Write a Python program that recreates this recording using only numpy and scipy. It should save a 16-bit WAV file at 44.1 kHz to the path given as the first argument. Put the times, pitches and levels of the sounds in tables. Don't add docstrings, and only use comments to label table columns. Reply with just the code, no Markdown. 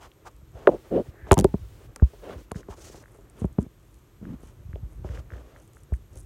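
import sys
import numpy as np
from scipy import signal
from scipy.fft import rfft, irfft
from scipy.io import wavfile
from scipy.ndimage import uniform_filter1d

SR = 44100
rng = np.random.default_rng(int(sys.argv[2]) if len(sys.argv) > 2 else 0)


def bounce(signal):
    frames = np.transpose(np.atleast_2d(signal))
    limited = np.clip(frames, -1, 1)
    pcm = np.round(limited * 32767).astype(np.int16)
    wavfile.write(sys.argv[1], SR, pcm)


N = 275625
TIME = np.arange(N) / SR

# (start [s], end [s], drag level [dB], drag pitch [Hz], scratch level [dB], hiss level [dB])
STROKES = [(0, 0.076, -54.5, 1060, -57.5, -63.5), (0.259, 0.283, -43, 1070, -54, -55),
           (0.541, 0.686, -51, 615, -61, -70), (0.683, 0.761, -32, 527, -59, -68),
           (0.918, 1.013, -23.5, 455, -54, -82), (1.272, 1.311, -47.5, 646, -59.5, -67),
           (1.456, 1.49, -43, 352, -81, -78), (2.229, 2.361, -43, 565, -52.5, -67),
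           (2.371, 2.418, -50.5, 423, -63, -66), (2.552, 2.612, -48, 450, -61.5, -58.5),
           (2.692, 2.746, -51.5, 990, -59.5, -58.5), (2.768, 3.023, -64, 550, -64, -57.5),
           (2.814, 2.903, -80, 547, -87, -63.5), (3.359, 3.45, -52.5, 414, -62, -73.5),
           (3.595, 3.648, -39.5, 256, -70, -72), (4.241, 4.354, -39, 247, -64.5, -77),
           (4.416, 4.512, -73, 400, -66.5, -70), (5.042, 5.214, -52, 539, -58, -64),
           (5.307, 5.416, -54, 560, -63, -70), (5.406, 5.637, -60.5, 558, -66.5, -76),
           (6.123, 6.203, -63, 604, -72.5, -72)]


def bumps(nudge_hz=79.6, nudge_falloff_db=18, nudge_tuning=0.96):
    # (pitch [Hz], level [dB], rise time [s])
    case_tones = [(62.16, -1, 0.0082), (97.4, -2.5, 0.0035), (184, -0.5, 0.0032), (284.5, -6.5, 0.0016),
                  (393, -2.5, 0.003), (549.8, -11.5, 0.0026), (644, -9.5, 0.003), (792, -8.5, 0.0013),
                  (888.6, -14, 0.0027), (945, -38.5, .016), (977, -11.5, 0.0023), (1110, -12, .0013),
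                  (1380, -10.5, .0008), (1790, -19, 0.0009), (2300, -13.5, 0.00043), (3260, -13, 0.00022)]
    # (time [s], level [dB], contact pitch [Hz], falloff [dB per octave], stretch [x], tuning [x])
    knocks = [(.65, -40.5, 597, 7.5, 1, 1), (.672, 3, 1510, 15.5, 0.82, 1.05),
              (.6729, 9, 496, 31.5, 1.37, 1.034), (.688, -1.5, 570, 14.5, 0.98, 0.9),
              (1.268, -38, 900, 3.5, 1.4, 1.1), (1.3124, -0.5, 1690, 2, 0.95, 0.99),
              (1.3147, -11, 200, 4, 1.7, 1), (1.3231, -7.5, 700, 3.4, 1.62, 1.02),
              (1.3696, -11.5, 950, 16, 0.96, 0.89), (1.3706, -17.5, 180, 2.5, 2.2, 0.893),
              (1.3783, -16, 170, 2, 2.8, .89), (1.3886, -13.5, 308, 7, 1.8, .93),
              (1.3991, -15, 206, 10.5, 1.96, 1.01), (1.4205, -19.5, 230, 15, 1.2, 1.3),
              (1.444, -5.9, 388, 4.5, 0.9, .95), (1.4494, -4, 417, 29, 1.18, 0.99),
              (1.5396, -14.5, 206, 7.5, 1.26, 1.03), (1.9606, -33, 1896, 5.5, 1.16, 1.38),
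              (2.0204, -3.5, 60.9, 7.5, 1.07, 1.023), (2.133, -38.5, 477, 12, 1.8, 1.04),
              (2.515, -25.5, 1005, 2, 0.88, 1.11), (2.5552, -21, 137, 12.5, 1.1, 0.94),
              (2.6844, -32, 402, 7, 1.56, 1.02), (2.897, -38, 420, 12, 0.94, 1),
              (2.9423, -40.5, 840, 3.5, 1.9, 0.83), (3.185, -42.5, 450, 12, 1.95, 1.02),
              (3.4161, -20.5, 122.7, 8, 1.5, 1.18), (3.4424, -16.5, 173, 6, 1.37, .96),
              (3.584, -11, 179, 7, 1.06, 1.043), (3.6616, -34, 160, 6, 0.87, 0.94),
              (4.2112, -37.5, 140, 8.5, 1.7, 1.13), (4.2256, -33, 190, 10.5, 1, 1.14),
              (4.4319, -37, 250, 8, 0.78, 1.19), (4.7327, -25.5, 92, 11.5, 1.8, .88),
              (4.7568, -26.5, 504, 21, 0.89, 1.04), (5.0439, -31, 484, 6, 1.8, 0.96),
              (5.919, -15, 61, 10, 1.12, 0.98), (5.9195, -36, 550, 9, 1.28, 1.05),
              (6.157, -39.5, 540, 20, 1.8, 0.94)]
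    # (time [s], level [dB], stretch [x])
    nudges = [(0.426, -29, 0.49), (0.5426, -34, 2.3), (1.0832, -21.5, 0.57), (1.222, -31, 1.3),
              (1.613, -27, 1.9), (2.356, -28, 1.4), (2.694, -30.5, 1.4), (4.65, -27.5, 1.4),
              (4.687, -20, 0.59), (4.755, -35, 0.59), (4.827, -21.5, 1.53), (4.994, -25, 0.79),
              (5.046, -23, 0.98), (5.095, -22, 2.1), (5.183, -25, 1.24), (5.3217, -27.5, 2.9)]
    sways = [(s, db, nudge_hz, nudge_falloff_db, stretch, nudge_tuning) for s, db, stretch in nudges]
    out, t = np.zeros(N), TIME[:SR // 6]
    for s, blow_db, contact_hz, falloff_db, stretch, tuning in [*knocks, *sways]:
        for k, (hz, db, rise_s) in enumerate(case_tones):
            octaves_away = abs(np.log2(hz / contact_hz))
            gain = from_db(db + blow_db - falloff_db * octaves_away)
            ring = swell(t, rise_s * stretch) * np.sin(2 * np.pi * hz * tuning * t)
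            add(out, s, (-1) ** k * gain * ring)
    return out


def rattle(length_s=0.0013, level_db=-7, tail_db=-31, tail_s=0.005):
    # (time [s], level [dB])
    taps = [(0.6741, -35), (1.3137, -23.5), (1.3187, -10.5), (1.3304, -13.5), (1.341, -16.5), (1.3793, -18),
            (1.3894, -11), (1.3988, -17), (1.41, -21), (1.4441, -20.5), (1.9609, -29), (2.517, -30)]
    # (frequency [Hz], level [dB])
    colour = [(1500, -13), (3000, -6.5), (4500, -8), (7000, -1.5), (8200, -6), (9600, -0.5), (11500, -15.5),
              (15000, -18.5)]
    loudness, t = np.zeros(N), TIME[:SR // 20]
    tick = np.exp(-(t / length_s) ** 2) + from_db(tail_db) * np.exp(-t / tail_s)
    for s, db in taps:
        add(loudness, s, from_db(db + level_db) * tick)
    return loudness * noise(colour)


def smacks(rise_cycles=0.61, level_db=2, spray_db=-10):
    # (time [s], level [dB], mouth pitch [Hz])
    snaps = [(0.117, -44, 3100), (1.998, -38, 1500), (2.512, -37.5, 1680), (2.546, -39, 1700),
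             (2.558, -41.5, 1680), (2.631, -44, 1590), (3.039, -44.5, 1710), (3.058, -44, 1630),
             (3.081, -49.5, 1600), (4.253, -40, 1630), (4.731, -43.5, 1717), (4.757, -45.5, 3005),
             (5.09, -41.5, 1800), (5.174, -39, 1710), (5.304, -38, 1620), (5.32, -37.5, 1700),
             (5.336, -38, 1650), (5.355, -46, 1600), (5.381, -47, 1750), (5.562, -41, 1670),
             (5.769, -45.5, 1500), (5.939, -41, 1830)]
    out, t = np.zeros(N), TIME[:SR // 50]
    for s, db, hz in snaps:
        spray = from_db(spray_db) * rms_one(ring_twice(rng.standard_normal(len(t)), hz, q=0.66))
        snap = swell(t, rise_cycles / hz) * (np.sin(2 * np.pi * hz * t) + spray)
        soft_lips = signal.butter(4, hz * 1.35, fs=SR, output="sos")
        add(out, s, from_db(db + level_db) * signal.sosfilt(soft_lips, snap))
    return out


def fur(edge_s=0.018, q=0.97, cutoff_ratio=1.09, drag_db=2.5, scratch_db=3, hiss_db=1):
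    # (frequency [Hz], level [dB])
    scratch_colour = [(300, -11.5), (700, -1), (1050, 4.5), (1450, 1.5), (1800, -3), (2300, -6.5),
                      (3000, -4.5), (4300, -15.5), (8000, -30)]
    # (frequency [Hz], level [dB])
    hiss_colour = [(2000, -6), (4500, -2), (6300, 2.5), (9500, -6.5), (11000, -12), (15000, -14.5)]
    slips = rng.standard_normal(N) * flutter(per_s=300, depth_db=2)
    drag, scratch, hiss = np.zeros((3, N))
    for start, end, drag_level, hz, scratch_level, hiss_level in STROKES:
        span = slice(max(0, int((start - edge_s) * SR)), int((end + edge_s) * SR))
        inside_s = np.minimum(TIME[span] - start, end - TIME[span])
        touch = np.sin(np.pi / 2 * np.clip(0.5 + 0.5 * inside_s / edge_s, 0, 1)) ** 2
        speed = 1 - 0.5 * np.linspace(-1, 1, len(touch)) ** 2
        dull = signal.butter(4, hz * cutoff_ratio, fs=SR, output="sos")
        hollow = rms_one(signal.sosfilt(dull, resonance(slips[span], hz, q)))
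        drag[span] += from_db(drag_level + drag_db) * touch * speed * hollow
        scratch[span] += from_db(scratch_level + scratch_db) * touch * speed ** 2
        hiss[span] += from_db(hiss_level + hiss_db) * touch * speed
    bright = scratch * noise(scratch_colour) + hiss * noise(hiss_colour)
    return drag + bright * flutter(per_s=120, depth_db=2.5)


def bubbles(fall_s=0.0017, level_db=-8):
    # (time [s], level [dB])
    pops = [(0.1369, -56), (0.3127, -51), (0.3645, -49), (0.5182, -54), (3.025, -42), (3.2987, -42),
            (3.4535, -43), (3.5279, -49), (3.6275, -41), (3.9432, -46), (5.677, -46), (5.7335, -44),
            (5.834, -42.5), (5.9368, -39.5), (6.1572, -43), (6.1732, -36.5)]
    # (frequency [Hz], level [dB])
    colour = [(2500, -7), (4500, -9), (6000, -5), (8500, 6.5), (10000, 0), (12000, -15)]
    loudness, t = np.zeros(N), TIME[:SR // 50]
    for s, db in pops:
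        add(loudness, s, from_db(db + level_db) * np.exp(-t / fall_s))
    return loudness * noise(colour)


def saliva(bursts_per_s=450, spread_db=3, q=3.9, level_db=-1):
    # (middle time [s], width [s], level [dB])
    licks = [(.346, .065, -87), (2.83, 0.038, -60), (3.13, 0.055, -69.5), (3.403, 0.022, -61),
             (3.617, .013, -63), (3.934, 0.084, -74), (4.461, 0.042, -65.5), (4.928, .04, -72),
             (5.626, 0.042, -66.5), (5.773, 0.027, -67), (5.95, .015, -63.5), (6.19, 0.034, -57.5)]
    licking = sum(from_db(db) * hump(s, width_s) for s, width_s, db in licks)
    bursting = rng.random(N) < bursts_per_s / SR
    bursts = bursting * from_db(spread_db * np.clip(rng.standard_normal(N), -2, 2))
    fizz = sum(ring_twice(bursts * rng.standard_normal(N), hz, q) for hz in (6500, 8200, 9700))
    return from_db(level_db) * licking * rms_one(fizz)


def squelch(hz=1700, q=3.6, level_db=-57):
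    rubbing = rms_one(ring_twice(rng.standard_normal(N), hz, q))
    return from_db(level_db) * hump(middle_s=1.235, width_s=0.055) * rubbing


def handling(rumble_gain_db=2, rustle_gain_db=-2, press_rumble_db=-30, press_rustle_db=-39):
    # (time [s], rumble level [dB], rustle level [dB])
    unrest = [(0.0, -68.5, -64), (0.59, -50, -65), (0.78, -57.5, -55.5), (1.2, -54, -52),
              (1.48, -42, -62.5), (1.65, -51.5, -58), (2.37, -53.5, -56.5), (2.56, -57, -66),
              (2.77, -55, -49), (3.13, -57, -61.5), (3.52, -50.5, -58), (3.67, -57.5, -70),
              (4.09, -58, -68), (4.33, -50.5, -61), (5.03, -44.5, -62), (5.4, -54, -60), (5.78, -55, -63),
              (6.25, -47.5, -66.5)]
    # (frequency [Hz], level [dB])
    rumble_colour = [(20, -22), (45, 4.5), (80, -4), (120, -3.5), (180, -17), (330, -24), (600, -41.5)]
    # (frequency [Hz], level [dB])
    rustle_colour = [(150, -6), (350, 8), (600, 2.5), (900, -6), (1300, -7.5), (2200, -14.5), (3200, -26.5),
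                     (5000, -32)]
    times, *levels = np.transpose(unrest)
    rumble_db, rustle_db = (np.interp(TIME, times, db) for db in levels)
    press_fade_s, drag_share = 0.016, 0.48
    press = np.zeros(N)
    for start, end, drag_db, *_ in STROKES:
        outside_s = np.maximum(0, np.maximum(start - TIME, TIME - end))
        press += from_db(drag_share * drag_db) * np.exp(-(outside_s / press_fade_s) ** 2)
    lumps, brushing = flutter(per_s=25, depth_db=2.5), flutter(per_s=55, depth_db=3.8)
    rumble = np.hypot(from_db(rumble_db + rumble_gain_db), from_db(press_rumble_db) * press)
    rustle = np.hypot(from_db(rustle_db + rustle_gain_db), from_db(press_rustle_db) * press)
    return rumble * noise(rumble_colour) * lumps + rustle * noise(rustle_colour) * brushing


def range_hiss(x, limit=0.44, hold_s=0.415, level_db=-64, fade_s=0.012):
    # (frequency [Hz], level [dB])
    colour = [(1500, 2), (3200, 3), (5000, -0.5), (9500, -3), (11000, -8.5), (15500, -4)]
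    last_peak_s = np.maximum.accumulate(np.where(np.abs(x) > limit, TIME, -np.inf), axis=-1)
    switched_on = (TIME - last_peak_s < hold_s).astype(float)
    faded = uniform_filter1d(switched_on, int(fade_s * SR) + 1)
    return from_db(level_db) * faded * noise(colour)


def background(room_db=-60, hiss_db=-72.5, whine_db=-75):
    # (frequency [Hz], level [dB])
    room = [(25, -11.5), (60, -4.5), (120, -1.5), (185, -9), (260, -14), (325, -4.5), (450, -14.5),
            (750, -22.5), (1200, -19), (1600, -25), (4800, -36.5), (6800, -33.5), (10700, -47.5),
            (16000, -61)]
    # (frequency [Hz], level [dB])
    hiss = [(1500, 1.5), (3200, 5), (4800, -2), (7000, 2), (9500, 0.5), (10800, -13), (15500, -11.5)]
    # (frequency [Hz], level [dB])
    whine = [(10500, -31), (11500, -4.5), (12200, -5), (13000, -18)]
    return (from_db(room_db) * noise(room) + from_db(hiss_db) * noise(hiss)
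            + from_db(whine_db) * noise(whine))


def from_db(db):
    return 10 ** (np.asarray(db) / 20)


def rms_one(x):
    return x / np.sqrt(np.mean(x ** 2) + 1e-20)


def add(out, s, sound):
    at = max(0, int(s * SR))
    out[at:at + len(sound)] += sound[:max(0, N - at)]


def noise(colour):
    hz, db = np.transpose(colour)
    f = np.arange(N // 2 + 1) * SR / N + 0.0008
    edges = 1 / np.sqrt((1 + (hz[0] / f / 2) ** 6) * (1 + (f / hz[-1] / 2) ** 6))
    gain = from_db(np.interp(np.log(f), np.log(hz), db)) * edges
    return rms_one(irfft(rfft(rng.standard_normal(N)) * gain, N))


def flutter(per_s, depth_db):
    points = rng.standard_normal(8000)
    return rms_one(from_db(depth_db * np.interp(TIME * per_s, np.arange(len(points)), points)))


def resonance(x, hz, q):
    return signal.lfilter(*signal.iirpeak(hz, q, fs=SR), x + 1e-18)


def ring_twice(x, hz, q):
    return resonance(resonance(x, hz, q), hz, q)


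def swell(t, peak_s):
    return t / peak_s * np.exp(1 - t / peak_s)


def hump(middle_s, width_s):
    return np.exp(-0.5 * ((TIME - middle_s) / width_s) ** 2)


def scene():
    return (bumps() + rattle() + smacks() + saliva() + bubbles() + squelch()
            + fur() + handling() + background())[None]


def record(dry, low_cut_hz=33, high_cut_hz=16700):
    low_cut = signal.butter(3, low_cut_hz, "high", fs=SR, output="sos")
    high_cut = signal.cheby2(16, 70, high_cut_hz, fs=SR, output="sos")
    thinned = signal.sosfilt(low_cut, dry)
    rounded = thinned / (1 + thinned ** 6) ** (1 / 6)
    return signal.sosfilt(high_cut, rounded + range_hiss(thinned))


dry = scene()
out = record(dry)
bounce(out)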